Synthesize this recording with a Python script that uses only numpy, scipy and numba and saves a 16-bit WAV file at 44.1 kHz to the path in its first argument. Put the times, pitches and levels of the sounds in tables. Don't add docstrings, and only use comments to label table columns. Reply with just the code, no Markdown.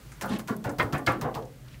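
import sys
import numpy as np
from scipy import signal
from scipy.fft import rfft, irfft
from scipy.io import wavfile
from scipy.ndimage import uniform_filter1d
from numba import njit

SR = 44100
rng = np.random.default_rng(int(sys.argv[2]) if len(sys.argv) > 2 else 0)


def to_wav(sig):
    pcm = np.clip(np.atleast_2d(sig), -1, 1) * 32767
    pcm = np.round(pcm).astype(np.int16)
    wavfile.write(sys.argv[1], SR, pcm.T)


def volts(x):
    e = np.asarray(x, float) / 20
    return 10 ** e


N = 79380
T = np.arange(N) / SR


def level(x, db):
    return x * volts(db) / np.sqrt(np.mean(x ** 2))


def band(x, hz, width):
    centre = min(hz, 0.45 * SR)
    return signal.lfilter(*signal.iirpeak(centre, centre / width, fs=SR), x)


def fade(t, t60):
    return np.exp(-np.log(1000) * t / t60)


def add(out, s, x):
    i = int(s * SR)
    out[i:i + len(x)] += x[:len(out) - i]


def swell(t, rise, t60):
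    shoulder = 1.355
    held = np.maximum(t - rise, 0) / t60
    return np.minimum(t / rise, 1) * volts(-60 * held ** shoulder)


@njit
def follow(x, up, down):
    y, e = np.empty(len(x)), 0.
    for i in range(len(x)):
        e += (abs(x[i]) - e) * (up if abs(x[i]) > e else down)
        y[i] = e
    return y


def air():
    # corner_hz, density_db (dB per Hz)
    hiss_curve = [(120, -58), (200, -7.5), (448, -18), (579, -17), (683, -23), (2090, -23.5), (2290, -25.5),
                  (16000, -34)]
    # centre_hz, width_hz, level_db
    hum_bands = [(48, 14.4, -53), (130, 19.2, -45.5), (200, 60, -64.5)]
    hiss_db, whine_hz, whine_db = -54, 14260, -76
    hz = np.fft.rfftfreq(N, 1 / SR) + 1
    curve_hz, curve_db = np.array(hiss_curve).T
    shape = volts(np.interp(np.log(hz), np.log(curve_hz), curve_db))
    shape = shape * np.minimum(hz / 150, 1) ** 2
    out = level(irfft(rfft(rng.standard_normal(N)) * shape, N), hiss_db)
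    for f, width, db in hum_bands:
        out += level(band(band(rng.standard_normal(N), f, width), f, 2 * width), db)
    return out + volts(whine_db) * np.sqrt(2) * np.sin(2 * np.pi * whine_hz * T)


def room(x):
    room_db, low_t60_s, high_t60_s, gap_s = -15.5, 0.38, 0.24, 0.006
    t = T[:SR // 2]
    noise = rng.standard_normal(len(t)) * (t > gap_s)
    low = signal.lfilter(*signal.butter(2, 1500, fs=SR), noise)
    tail = low * fade(t, low_t60_s) + (noise - low) * fade(t, high_t60_s)
    tail *= volts(room_db) / np.sqrt(np.sum(fade(t, high_t60_s) ** 2))
    return signal.fftconvolve(x, tail)[:N]


def rustle():
    # start_s, end_s, level_db, centre_hz
    rubs = [
        (-0.039, 0.52, -60, 1200),
        (0.27, 0.39, -41.5, 3230),
        (0.35, 1.6, -62.5, 14000),
        (1.34, 1.35, -39.5, 2900),
        (1.64, 1.76, -58, 1360),
        (0.87, 2.35, -49, 44),
        (1.7, 1.763, -57, 3000),
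    ]
    out = np.zeros(N)
    for s, end, db, hz in rubs:
        grains = rng.standard_normal(N) * volts(0.83 * rng.exponential(size=N))
        env = np.sin(np.pi * np.clip((T - s) / (end - s), 0, 1))
        out += env * level(band(grains, hz, 0.47 * hz), db)
    return out


def ticks():
    # start_s, peak_db, centre_hz, t60_s
    tick_table = [(.118, -47.5, 1540, 0.098), (0.118, -51.5, 7100, 0.12), (0.2582, -42.5, 13800, 0.073),
                  (0.292, -45, 9000, 0.051), (.533, -55, 13500, 0.014), (.5657, -36.5, 13100, 0.019),
                  (0.6932, -40.5, 6600, 0.067), (.826, -42.5, 9250, 0.091), (0.9803, -41, 9300, 0.065),
                  (1.0655, -26.5, 4350, 0.02), (1.068, -24, 3100, .04), (0.93, -36, 4260, 0.048),
                  (.36, -37.5, 2800, .06), (0.388, -36, 13300, 0.017), (0.222, -37.5, 7100, 0.057),
                  (.335, -38.5, 4200, 0.033), (0.714, -48, 13200, 0.086), (1.12, -39.5, 10300, 0.041),
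                  (1.387, -55, 13100, 0.059), (1.424, -49, 3440, 0.037), (1.453, -50.5, 6400, 0.031),
                  (1.565, -65, 13600, 0.048), (1.683, -49, 3140, 0.041), (1.731, -73, 4200, 0.089),
                  (1.743, -49.5, 2040, 0.13)]
    snap_db, snap_s = -5.5, 0.0002
    out, t = np.zeros(N), T[:SR // 8]
    for s, db, hz, t60 in tick_table:
        env = fade(t, t60) + volts(snap_db) * np.exp(-t / snap_s)
        noise = rng.standard_normal(len(t))
        colour = level(band(band(noise, hz, 0.45 * hz), hz, 1.5 * hz), 0)
        add(out, s, volts(db) * env * colour)
    return out


def bin_boom():
    # start_s, level_db, pitch_hz, push_s, t60_s
    boom_table = [(.222, -32, 200, 0.024, 0.9), (.297, -19.5, 239.6, 0.016, .2),
                  (.318, -24, 215.5, 0.004, 0.3), (.501, -18.5, 258.6, 0.0067, 0.098),
                  (0.548, -30, 216.6, 0.01, 0.57), (0.65, -24.5, 130, 0.014, 0.17),
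                  (0.692, -31, 128, 0.014, 0.11), (.655, -25, 567.3, 0.01, 0.17),
                  (.66, -24, 292.2, 0.028, 0.19), (0.784, -23, 123.6, 0.0053, 0.3),
                  (.83, -24, 120, 0.012, 0.067), (0.799, -29.5, 284.1, 0.032, 0.58),
                  (0.93, -16.5, 144, 0.0078, 0.15), (.96, -32, 264.5, 0.033, 0.44),
                  (1.068, -21, 125, .015, 0.21), (1.077, -45, 375, 0.014, 0.23),
                  (1.072, -17, 1355, 0.0027, 0.21), (1.082, -23, 812, 0.014, 0.17),
                  (1.148, -28.5, 241.6, 0.016, 0.55), (1.218, -18.5, 145.7, 0.0091, 0.2),
                  (1.248, -30.5, 250, .02, 0.09), (1.353, -26, 131.2, 0.01, 0.29),
                  (1.361, -38, 400, 0.018, 0.2), (1.37, -34.5, 697, 0.0077, 0.1)]
    rough, pair_ratio = 0.35, 1.18
    thud_db, thud_s = -9, 0.014
    out, t = np.zeros(N), T[:SR // 2]
    for s, db, hz, push, t60 in boom_table:
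        noise = rng.standard_normal(len(t))
        wobble = level(band(band(noise, hz, 0.94 * hz), hz, 1.2 * hz), 0)
        neighbour = np.sin(2 * np.pi * (hz / pair_ratio * t + rng.random()))
        tone = np.sin(2 * np.pi * hz * t) + 0.56 * neighbour
        thud = volts(thud_db) * np.sin(np.pi * hz * t) * np.exp(-np.maximum(t - push, 0) / thud_s)
        add(out, s, volts(db) * swell(t, push, t60) * ((1 - rough) * tone + rough * wobble + thud))
    return out


def sheet(count=60):
    # start_s, level_db, rise_s, rattle_t60_s, brightness_hz
    shudder_table = [(0.214, -34, 0.0021, .12, 1670), (.222, -29, 0.017, 0.33, 1190),
                     (.29, -34, 0.038, 0.25, 1780), (0.391, -40, 0.0017, 0.11, 1620),
                     (0.481, -27, 0.0073, 0.23, 1470), (0.6409, -29.5, 0.0055, .3, 1500),
                     (.675, -34.5, 0.014, 0.19, 1560), (0.784, -27, 0.0024, 0.48, 1400),
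                     (0.7953, -17.5, 0.0012, 0.11, 2390), (0.927, -26.5, 0.0013, .15, 1540),
                     (.936, -24.5, 0.0021, 0.25, 1760), (1.066, -16, 0.0082, 0.19, 1860),
                     (1.09, -31.5, 0.011, 0.46, 1510), (1.212, -29, 0.006, 0.33, 1300),
                     (1.241, -25.5, 0.013, 0.26, 1200), (1.351, -31, 0.004, .2, 930),
                     (1.36, -31, 0.0095, .4, 720)]
    low_hz, high_hz, damping = 250, 5070, 0.53
    mode_t60_s, scatter_db, rattle_per_s = 0.022, 1.2, 6000
    slope_db, drop_db = 2.5, 20.5
    out, t = np.zeros(N), T[:SR // 2]
    for s, db, rise, t60, hz in shudder_table:
        clicks = (rng.random(len(t)) < rattle_per_s / SR) * rng.standard_normal(len(t))
        luck, ring = rng.standard_normal((count, 2)), 0
        for even_hz, (detune, strength) in zip(np.geomspace(low_hz, high_hz, count), luck):
            f = even_hz * (1 + 0.021 * detune)
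            octs = np.log2(f / hz)
            width = 2.2 / mode_t60_s * (f / 1000) ** 0.3
            gain = volts(slope_db * min(octs, 0) - drop_db * max(octs, 0) + scatter_db * strength)
            shaking = swell(t, rise, t60 * (hz / 2 / f) ** damping)
            drive = np.roll(clicks, rng.integers(200)) * shaking
            ring = ring + gain * band(band(drive, f, width), f, 4 * width) / np.sqrt(width)
        loudest = np.sqrt(uniform_filter1d(ring ** 2, size=441).max())
        add(out, s, ring * volts(db) / loudest)
    return out


def raps():
    # start_s, peak_db, tail_t60_s, centre_hz
    rap_table = [
        (0.2116, -35.5, 0.2, 4230),
        (0.394, -37.5, 0.098, 5940),
        (0.475, -39.5, 0.26, 3700),
        (0.483, -40, 0.13, 5900),
        (0.6416, -38.5, 0.18, 3780),
        (0.7849, -34, 0.27, 2780),
        (0.9257, -36.5, 0.24, 2960),
        (1.0642, -31.5, 0.21, 3270),
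        (1.2125, -31.5, 0.11, 2960),
        (1.35, -37, 0.15, 2800),
    ]
    crack_s, crack_db = 0.00051, 3.5
    out, t = np.zeros(N), T[:SR // 4]
    for s, db, t60, hz in rap_table:
        env = fade(t, t60) + volts(crack_db) * np.exp(-t / crack_s)
        noise = rng.standard_normal(len(t))
        fizz = band(noise, hz, 1.25 * hz) + 2.4 * band(noise, 1460, 1760)
        fizz = fizz + 0.47 * np.diff(noise, prepend=0)
        add(out, s, volts(db) * env * level(fizz, 0))
    return out


def scene():
    near = raps() + sheet() + ticks() + rustle()
    boom = bin_boom()
    echo = room(near + 0.42 * boom)
    return (near + boom + echo + air())[None]


def low_pass(x):
    return signal.sosfilt(signal.butter(12, 16810, fs=SR, output="sos"), x)


def record(dry):
    duck_from_db, duck_ratio, attack_s, release_s = -46, 1.2, 0.03, 0.4
    top_hz, bottom_hz = 15750, 36
    env = follow(dry[0], 1 / (attack_s * SR), 1 / (release_s * SR))
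    x = dry * np.minimum(volts(duck_from_db) / (env + 1e-9), 1) ** (1 - 1 / duck_ratio)
    x = signal.sosfilt(signal.ellip(10, 0.2, 60, top_hz, fs=SR, output="sos"), x)
    x = signal.sosfilt(signal.butter(3, bottom_hz, "high", fs=SR, output="sos"), x)
    return low_pass(x)


dry = scene()
out = record(dry)
to_wav(out)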